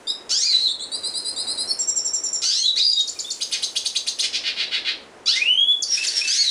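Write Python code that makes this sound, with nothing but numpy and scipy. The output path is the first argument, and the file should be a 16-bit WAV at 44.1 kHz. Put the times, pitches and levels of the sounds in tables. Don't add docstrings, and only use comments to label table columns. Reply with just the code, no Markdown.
import sys
import numpy as np
from scipy import signal
from scipy.fft import rfft, irfft, next_fast_len
from scipy.io import wavfile
from scipy.ndimage import uniform_filter1d, minimum_filter1d

SR = 44100
rng = np.random.default_rng(int(sys.argv[2]) if len(sys.argv) > 2 else 0)


def generate_wav(signal):
    frames = np.transpose(np.atleast_2d(signal))
    scaled = np.clip(frames, -1, 1) * 32767
    pcm = np.round(scaled).astype(np.int16)
    wavfile.write(sys.argv[1], SR, pcm)


N = 286650
TOP_HZ = 15300


# time in seconds, pitch in Hz, level in dB,
# throat resonance in Hz, roughness from 0 to 1.
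SLUR_NOTES = [
    [(.292, 1273, -29, 5000, 0.94), (.315, 1390, -19.5, 5270, 0.82), (.34, 1561, -21, 4840, 0.1),
     (.38, 1783, -20, 5500, 0.19), (.405, 1941, -22.5, 5750, 0.37), (.425, 2157, -20.5, 5540, 0.31),
     (.47, 2465, -22, 4600, 0.22), (.505, 2267, -22.5, 4550, 0.14), (.535, 2020, -25, 3940, 0.77),
     (.57, 2015, -34, 4430, 0.95), (.66, 2050, -55, 4470, 0.5)],
    [(2.417, 1197, -28, 5070, 1), (2.438, 1416, -19.5, 5070, 0.83), (2.475, 1542, -20, 5100, 0.2),
     (2.52, 1635, -24.5, 4570, 0.8), (2.56, 1850, -24.5, 5370, 0.4), (2.6, 2102, -24, 5930, 0.02),
     (2.625, 2205, -33, 6200, 0), (2.66, 2346, -32, 6540, 0.7)],
    [(2.757, 1783, -27, 4010, 0.74), (2.772, 2098, -19, 4140, 0.24), (2.787, 2463, -22.5, 4830, 0.27),
     (2.808, 2660, -34, 5200, 0.4)],
    [(5.257, 1090, -28, 4800, 0.5), (5.27, 1199, -20, 4300, 0.37), (5.282, 1342, -13, 4400, 0.21),
     (5.3, 1499, -16.5, 4100, 0.3), (5.312, 1630, -22, 4330, 0.3), (5.33, 1775, -22, 3640, 0.32),
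     (5.36, 1998, -24.5, 2780, 0.38), (5.4, 2240, -27, 2400, 0.3), (5.42, 2466, -18.5, 2400, 0.06),
     (5.455, 2716, -21.5, 2580, 0.1), (5.5, 2953, -14.5, 2860, 0), (5.55, 3093, -18.5, 3060, 0),
     (5.6, 3270, -15, 3140, 0.02), (5.67, 3378, -22, 3300, 0), (5.69, 3374, -10.5, 3400, 0.02),
     (5.728, 3462, -21.5, 3400, 0.07)],
    [(6.272, 1431, -22.5, 5340, 0.63), (6.3, 1557, -20, 5160, 0), (6.32, 1664, -21, 4970, 0),
     (6.34, 1824, -23, 5340, 0.3), (6.36, 2097, -21, 5170, 0.12), (6.39, 2193, -22, 4800, 0.22),
     (6.425, 2180, -19, 4700, 0), (6.455, 2000, -27.5, 4400, 0.3), (6.5, 1874, -23, 4200, 0.2)],
]

def slurs(throat_width=0.2, leak_db=-26, jitter=0.062, air_db=-7):
    out = np.zeros(N)
    harmonic = np.arange(1, 10)[:, None]
    for rows in SLUR_NOTES:
        hz, db, throat_hz, rough = glide(rows)
        phase = syrinx(hz, jitter * rough, rate=1400)
        harmonic_hz = harmonic * hz
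        ratio = harmonic_hz / throat_hz
        peak = np.exp(-.5 * (np.log(ratio) / throat_width) ** 2)
        leak = undb(leak_db) / (1 + (harmonic_hz / 6000) ** 2)
        low_side = np.where(ratio < 1, ratio ** 3, 0)
        gain = np.maximum(peak + leak, low_side)
        gain *= np.clip((TOP_HZ - harmonic_hz) / 2000, 0, 1)
        voice = (gain * np.sin(harmonic * phase)).sum(axis=0)
        voice /= np.sqrt((gain ** 2).sum(axis=0) / 2)
        voice *= 1 + rough * wobble(len(hz), rate=1300)
        puffs = undb(air_db) * rough * breath(len(hz)) * (1 + np.sin(phase))
        note = colour((voice + puffs) * undb(db), [(700, -28), (1250, 1.0)])
        add(out, rows[0][0], fade(note, edge_s=0.002))
    return out


# time in seconds, pitch in Hz, level in dB.
WHISTLE_NOTES = [
    [(.425, 4170, -26), (.465, 4250, -21.5), (.52, 4060, -23.5), (.557, 3964, -7), (.58, 4150, -35),
     (.6, 4224, -17), (.635, 4226, -17), (.67, 3840, -19.5), (.70, 3496, -24)],
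    [(2.52, 3550, -28), (2.555, 4070, -24.5), (2.585, 4282, -17), (2.625, 4215, -24), (2.66, 3990, -20),
     (2.69, 3895, -18), (2.715, 3910, -24)],
    [(2.555, 2580, -42), (2.615, 3150, -35.5), (2.655, 3410, -23), (2.695, 3770, -21.5)],
    [(2.795, 3670, -14), (2.82, 4070, -19), (2.835, 4810, -19), (2.85, 4910, -16), (2.875, 4700, -19),
     (2.905, 4857, -12), (2.914, 4810, -27), (2.921, 3850, -26), (2.955, 3700, -27), (2.98, 3788, -10.5),
     (2.996, 3715, -27), (3.008, 3030, -33)],
    [(3.155, 2450, -50), (3.2, 2330, -46), (3.225, 2300, -50)],
    [(3.243, 3370, -32), (3.265, 3630, -33), (3.295, 3660, -40)],
    [(4.668, 3420, -54), (4.68, 3860, -31), (4.692, 4080, -44)],
    [(5.882, 5460, -26), (5.9, 5613, -20.5), (5.92, 5634, -15.5), (5.942, 5100, -20.5), (5.952, 5350, -19)],
    [(5.973, 2460, -24), (5.988, 2620, -20), (6.015, 2674, -25), (6.035, 2580, -23.5)],
    [(6.135, 5580, -26), (6.16, 5580, -22), (6.18, 5330, -14.5), (6.197, 5670, -28)],
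    [(6.212, 2420, -24), (6.23, 2630, -21.5), (6.255, 2650, -22.5), (6.275, 2560, -32)],
    [(6.403, 4650, -18), (6.425, 4700, -25), (6.45, 4590, -37), (6.468, 4120, -17.5), (6.5, 3600, -26)],
]

def whistles(air_db=-22):
    out = np.zeros(N)
    for rows in WHISTLE_NOTES:
        start = rows[0][0]
        hz, db = glide(rows)
        add(out, start, tone(hz, db, octave_db=-28.5, jitter=0.0085, shimmer=0.049))
        add(out, start, fade(breath(len(hz)) * undb(db + air_db)))
    return out


# start and length in seconds, the low voice's first and last pitch
# in Hz, the same for the high voice, the low voice's peak level in dB, the high voice in dB
# compared with the low one, each octave in dB compared with its voice.
CHIP_NOTES = [ (0.07, 0.04, 3610, 3880, 4740, 5190, -19.5, -4, -14),
              (0.675, 0.045, 3390, 3910, 4010, 4380, -26.5, 1.5, -11),
              (0.793, 0.049, 3334, 4000, 3890, 4410, -30.5, 2, -6),
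              (0.916, 0.046, 3785, 4140, 4470, 4890, -25.5, -0.5, -5.5),
              (1.032, 0.046, 3820, 4290, 4640, 4970, -23.5, -3.5, -5.5),
              (1.137, 0.051, 3820, 4300, 4650, 5000, -24.5, -2, -5),
              (1.246, 0.053, 3910, 4264, 4775, 4966, -25, -2.5, -3.5),
              (1.361, .054, 3680, 4370, 4610, 5010, -24, -3.5, -4.5),
              (1.468, .054, 3836, 4370, 4690, 5100, -23, -3.5, -5),
              (1.574, 0.048, 3860, 4290, 4710, 5050, -23, -2.5, -4),
              (1.674, 0.046, 4217, 4445, 5570, 5170, -20.5, -2, -8.5), ]

def chips(bend=1.297):
    out = np.zeros(N)
    for start, length, low_from, low_to, high_from, high_to, db, high_db, octave_db in CHIP_NOTES:
        progress = np.linspace(0, 1, int(length * SR))
        swell_db = db + np.interp(progress, [0, 0.95, 1], [-6, 0, -5])
        low_hz = low_from + (low_to - low_from) * progress ** bend
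        high_hz = high_from + (high_to - high_from) * progress ** bend
        add(out, start, tone(low_hz, swell_db, octave_db, jitter=0.008))
        add(out, start, tone(high_hz, swell_db + high_db, octave_db, jitter=0.014))
    return out


# start in seconds, upper pitch in Hz, its level in dB, lower pitch in Hz,
# its level in dB.
TRILL_NOTES = [(1.788, 7400, -22, 5680, -23.5), (1.873, 7410, -21, 5770, -22.5),
               (1.957, 7360, -21.5, 5680, -21), (2.045, 7320, -24, 5675, -21.5),
               (2.132, 7330, -21.5, 5760, -21.5), (2.235, 7230, -22.5, 5715, -22),
               (2.327, 7230, -20, 5680, -22.5)]
# seconds into the note, pitch multiplier, level change in dB.
TRILL_UPPER = [(0, 1.017, -5), (.007, 1.014, -1), (.026, .997, 2), (.04, .965, -20)]
TRILL_LOWER = [(0, 1.02, -4.5), (.014, 1.04, -3.5), (.023, 1.0, -1), (.032, .965, 1.5), (.04, 0.963, -2.5)]
# seconds into the note, pitch in Hz, level in dB.
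TRILL_SIDE_TONES = [
    [(.012, 4520, -53), (.024, 4040, -47.5), (.038, 3610, -49.5)],
    [(.002, 9560, -49.5), (.014, 10350, -42.5), (.036, 10040, -59)],
]

def trill():
    out = np.zeros(N)
    for start, upper_hz, upper_db, lower_hz, lower_db in TRILL_NOTES:
        for shape, hz, db in (TRILL_UPPER, upper_hz, upper_db), (TRILL_LOWER, lower_hz, lower_db):
            ratio, swell_db = glide(shape)
            add(out, start, tone(hz * ratio, db + swell_db, octave_db=-28, jitter=.006, shimmer=.08))
        for rows in TRILL_SIDE_TONES:
            add(out, start + rows[0][0], tone(*glide(rows), octave_db=-60, jitter=.025))
    return out


# start and length in seconds, first and last pitch in Hz, level in dB,
# level of the closing pip in dB.
FLICK_NOTES = [(2.916, 0.011, 6290, 4000, -27, -31), (2.989, .014, 6500, 3880, -23.5, -26),
               (3.074, .014, 6770, 4320, -23.5, -25), (3.188, 0.0095, 6730, 3980, -22, -24.5),
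               (3.303, 0.0092, 6590, 4070, -20, -24), (5.821, 0.021, 7540, 4440, -18, -60),
               (6.066, 0.026, 7600, 4320, -18.5, -60)]

def flicks(pip_hz=6910, pip_s=0.013):
    out = np.zeros(N)
    pip_pitch = np.full(int(pip_s * SR), pip_hz)
    for start, length, from_hz, to_hz, db, pip_db in FLICK_NOTES:
        fall = np.linspace(1, 0, int(length * SR)) ** 2
        hz = to_hz + (from_hz - to_hz) * fall
        add(out, start, tone(hz, db, octave_db=-15, jitter=0.038, shimmer=0.21))
        add(out, start + length, tone(pip_pitch, pip_db, octave_db=-24, jitter=0.047))
    return out


# start in seconds, pitch multiplier for the two voices, level in dB.
CHIRP_NOTES = [(3.401, 1.024, -20.5), (3.509, 0.99, -20), (3.617, 1.01, -20), (3.75, 1.004, -19),
               (3.844, 1.035, -19.5), (3.945, .97, -20), (4.061, 1.01, -19.5), (4.182, 1.03, -19)]
# seconds into the chirp, pitch in Hz, level change in dB.
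CHIRP_RISE = [(0, 2195, -25), (.009, 2903, -12), (.018, 3822, 0), (.027, 4900, -0.5), (.034, 4930, -17)]
CHIRP_FALL = [(.005, 5776, -9), (.012, 4670, -15), (.02, 3880, -2.5)]
CHIRP_END = [(.018, 5630, -13), (.026, 6344, -4), (.035, 6450, -2)]

def chirps(air_db=-7):
    out = np.zeros(N)
    for start, ratio, db in CHIRP_NOTES:
        hz, swell_db = glide(CHIRP_RISE)
        add(out, start, tone(hz * ratio, db + swell_db, octave_db=-17, jitter=.09, shimmer=.7))
        add(out, start, fade(breath(len(hz)) * undb(db + swell_db + air_db)))
        hz, swell_db = glide(CHIRP_FALL)
        falling = tone(hz * ratio, db + swell_db, octave_db=-1, jitter=0.066, shimmer=0.98)
        add(out, start + CHIRP_FALL[0][0], falling)
        hz, swell_db = glide(CHIRP_END)
        tip = tone(hz, db + swell_db, octave_db=-2, jitter=0.02, shimmer=0.35)
        add(out, start + CHIRP_END[0][0], tip)
    return out


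# start and length in seconds, slaps per second, peak level in dB,
# throat resonance in Hz, treble boost in dB.
RASP_NOTES = [(0.526, 0.033, 999, -26, 3820, 6), (2.772, 0.031, 1095, -22.5, 4520, 8),
              (3.527, 0.039, 797.6, -21, 3670, 10), (4.22, 0.047, 1029, -18.5, 3820, 15.5),
              (4.327, 0.052, 716, -18, 3980, 5), (4.435, 0.075, 600, -19, 3520, 1.5),
              (4.562, 0.085, 598, -19.5, 3410, 2.5), (4.709, 0.075, 623, -18.5, 3290, 2.5),
              (4.846, 0.078, 639.3, -19, 3290, 0.5), (5.348, 0.039, 755, -20.5, 4330, 5)]
# frequency as a multiple of its resonance, gain in dB.
OPEN_THROAT = [(.25, -51), (.38, -18.5), (.5, -6.5), (.75, 0), (1, 0), (1.3, 1), (1.6, -12), (2, -24.5),
               (3, -36.5), (4.5, -51)]

def rasps(jitter=.3, scatter_db=2):
    out = np.zeros(N)
    for start, length, rate_hz, db, throat_hz, treble_db in RASP_NOTES:
        swell_db, = glide([(0, -10), (length / 2, 0), (length, -8)])
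        count = len(swell_db)
        cycles = syrinx(np.full(count, rate_hz), jitter, rate=700) // (2 * np.pi)
        slaps = np.diff(cycles, prepend=0) * undb(scatter_db * wobble(count, rate=900))
        voice = colour(slaps, [(ratio * throat_hz, gain) for ratio, gain in OPEN_THROAT])
        voice = colour(voice, [(5000, 0), (8000, treble_db)])
        add(out, start, fade(unit(voice) * undb(db + swell_db)))
    return out


def syrinx(hz, jitter, rate):
    trembling_hz = hz * (1 + jitter * wobble(len(hz), rate))
    return 2 * np.pi * np.cumsum(trembling_hz) / SR


def tone(hz, db, octave_db, jitter, shimmer=0):
    phase = syrinx(hz, jitter, rate=1500)
    size = np.sqrt(2) * undb(db) * (1 + shimmer * wobble(len(hz), rate=2200))
    wave = np.sin(phase) + undb(octave_db) * np.sin(2 * phase)
    return fade(size * wave, edge_s=0.0021)


def breath(count):
    beak = [(1200, -22.5), (2500, -15), (4500, 2.5), (7000, -1.5), (10000, -12.5)]
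    return unit(colour(rng.standard_normal(count), beak))


# pitch in Hz, level in dB compared with the direct sound.
ROOM_RINGS = [(2424, -9), (2620, -7.5), (2952, 3.5), (3233, 2.5), (3394, 7), (3805, 2), (3963, -12),
              (4218, -10), (4512, -6), (4745, -8), (4877, 12.5), (5304, -19), (5634, -17), (7286, -4)]

def room(song, direct_db=-6, cage_db=-7, walls_db=-6, tail_db=-10):
    t = np.arange(int(.8 * SR)) / SR
    fall_db = -60 * t
    noise = rng.standard_normal((3, len(t)))
    cage = unit(noise[0] * undb(fall_db / 0.028) * (t > .001))
    walls = unit(noise[1] * undb(fall_db / 0.18) * (t > .004))
    tail = unit(noise[2] * undb(fall_db / 0.35) * np.minimum(t / 0.036, 1))
    tail = colour(tail, [(4500, 0.0038), (10000, -5)])
    echoes = (undb(cage_db) * cage + undb(walls_db) * walls + undb(tail_db) * tail) / np.sqrt(len(t))
    decay = undb(fall_db / 0.2)
    rings = sum(undb(db) * np.cos(2 * np.pi * hz * t) for hz, db in ROOM_RINGS)
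    rings *= undb(direct_db) * 2 * decay / decay.sum()
    return undb(direct_db) * song + signal.fftconvolve(song, echoes + rings)[:N]


# time in seconds, level in dB before the boost.
MURMUR_VOLUME_CURVE = [(0.0, -49.5), (0.31, -47.5), (0.43, -55.5), (1.03, -46), (1.25, -48.5), (1.52, -44),
                       (1.9, -48.5), (2.43, -49), (2.48, -55.5), (2.64, -57.5), (2.79, -52), (2.86, -60),
                       (3.19, -50), (3.37, -53), (3.64, -49.5), (3.82, -52), (3.84, -49.5), (3.89, -53.5),
                       (4.34, -49), (5.19, -48), (5.36, -52), (5.5, -48), (5.54, -54), (5.9, -51.5),
                       (5.96, -56), (6.06, -50), (6.28, -51.5), (6.35, -58), (6.48, -56.5), (6.5, -52)]
# frequency in Hz, relative strength in dB.
MURMUR_TONE = [(25, -16.5), (45, -12.5), (62, -4.5), (85, -7), (160, -9.5), (230, -0.5), (450, 3),
               (700, -1), (1100, -4.5), (2000, -9), (3500, -16.5), (6000, -21), (15000, -34)]

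def murmur(boost_db=2):
    return undb(boost_db) * shaped_noise(MURMUR_VOLUME_CURVE, MURMUR_TONE)


# time in seconds, level in dB.
RUSTLE_LEVELS = [(5.87, -46), (5.91, -38.5), (5.96, -32.5), (6.1, -30), (6.25, -29), (6.36, -28),
                 (6.5, -32.5)]
# frequency in Hz, relative strength in dB.
RUSTLE_TONE = [(900, -45), (1350, -19), (1600, -6.5), (2500, -5.5), (4000, 0.5), (5500, 0), (7000, -6),
               (10000, -11.5), (15000, -18)]

def rustle(flutter_db=3):
    noise = shaped_noise(RUSTLE_LEVELS, RUSTLE_TONE)
    flutter = undb(flutter_db * wobble(N, rate=60))
    started = np.arange(N) / SR > RUSTLE_LEVELS[0][0]
    return noise * flutter * started


# time in seconds, level in dB.
HISS_LEVELS = [(0, -53), (.6, -57), (1.1, -45.5), (2.3, -48), (2.7, -52), (3.3, -38.5), (4.2, -46),
               (4.7, -58), (5.2, -60), (5.8, -49), (6.5, -55)]
# frequency in Hz, relative strength in dB.
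HISS_TONE = [(1200, -21.5), (3000, -4), (4500, -8.5), (7000, 0), (10000, -6), (15000, 1)]

def hiss():
    return shaped_noise(HISS_LEVELS, HISS_TONE)


def shaped_noise(levels, points):
    db = np.interp(np.arange(N) / SR, *np.transpose(levels))
    return unit(colour(rng.standard_normal(N), points)) * undb(db)


def undb(db):
    return 10 ** (np.asarray(db) / 20)


def unit(x):
    return x / np.sqrt(np.mean(x ** 2) + 1e-18)


def add(out, start, x):
    i = max(int(start * SR), 0)
    out[i:i + len(x)] += x[:max(N - i, 0)]


def glide(rows):
    times, *columns = np.transpose(rows)
    count = max(int((times[-1] - times[0]) * SR), 64)
    t = times[0] + np.arange(count) / SR
    return [np.interp(t, times, column) for column in columns]


def colour(x, points):
    hz, db = np.transpose(points)
    size = next_fast_len(2 * len(x))
    freqs = np.maximum(np.fft.rfftfreq(size, 1 / SR), 1)
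    gain = undb(np.interp(np.log(freqs), np.log(hz), db))
    return irfft(rfft(x, size) * gain, size)[:len(x)]


def wobble(count, rate):
    i = np.arange(count)
    return np.interp(i * min(rate / SR, 1), i, rng.standard_normal(count))


def fade(x, edge_s=0.0026):
    i = np.arange(len(x))
    ramp = np.minimum(np.minimum(i, i[::-1]) / (edge_s * SR), 1)
    return x * np.sin(np.pi / 2 * ramp) ** 2


def scene():
    song = slurs() + whistles() + chips() + trill() + flicks() + chirps() + rasps()
    return (room(song) + rustle() + murmur() + hiss())[None]


# frequency in Hz, gain in dB.
TREBLE_SHAPE = [(20, 0), (10300, 1), (11000, -4), (11500, -48), (14300, -9), (15100, -37)]

def record(dry, limit_db=-15, ratio=3):
    x = colour(dry[0], TREBLE_SHAPE)
    window = 441
    loudness = np.sqrt(np.abs(uniform_filter1d(x ** 2, window)))
    gain = np.maximum(loudness / undb(limit_db), 1) ** (1 / ratio - 1)
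    smooth_gain = uniform_filter1d(minimum_filter1d(gain, window), window)
    treble_cut = signal.ellip(8, .2, 70, TOP_HZ, fs=SR, output="sos")
    return signal.sosfilt(treble_cut, x * smooth_gain)[None]


dry = scene()
out = record(dry)
generate_wav(out)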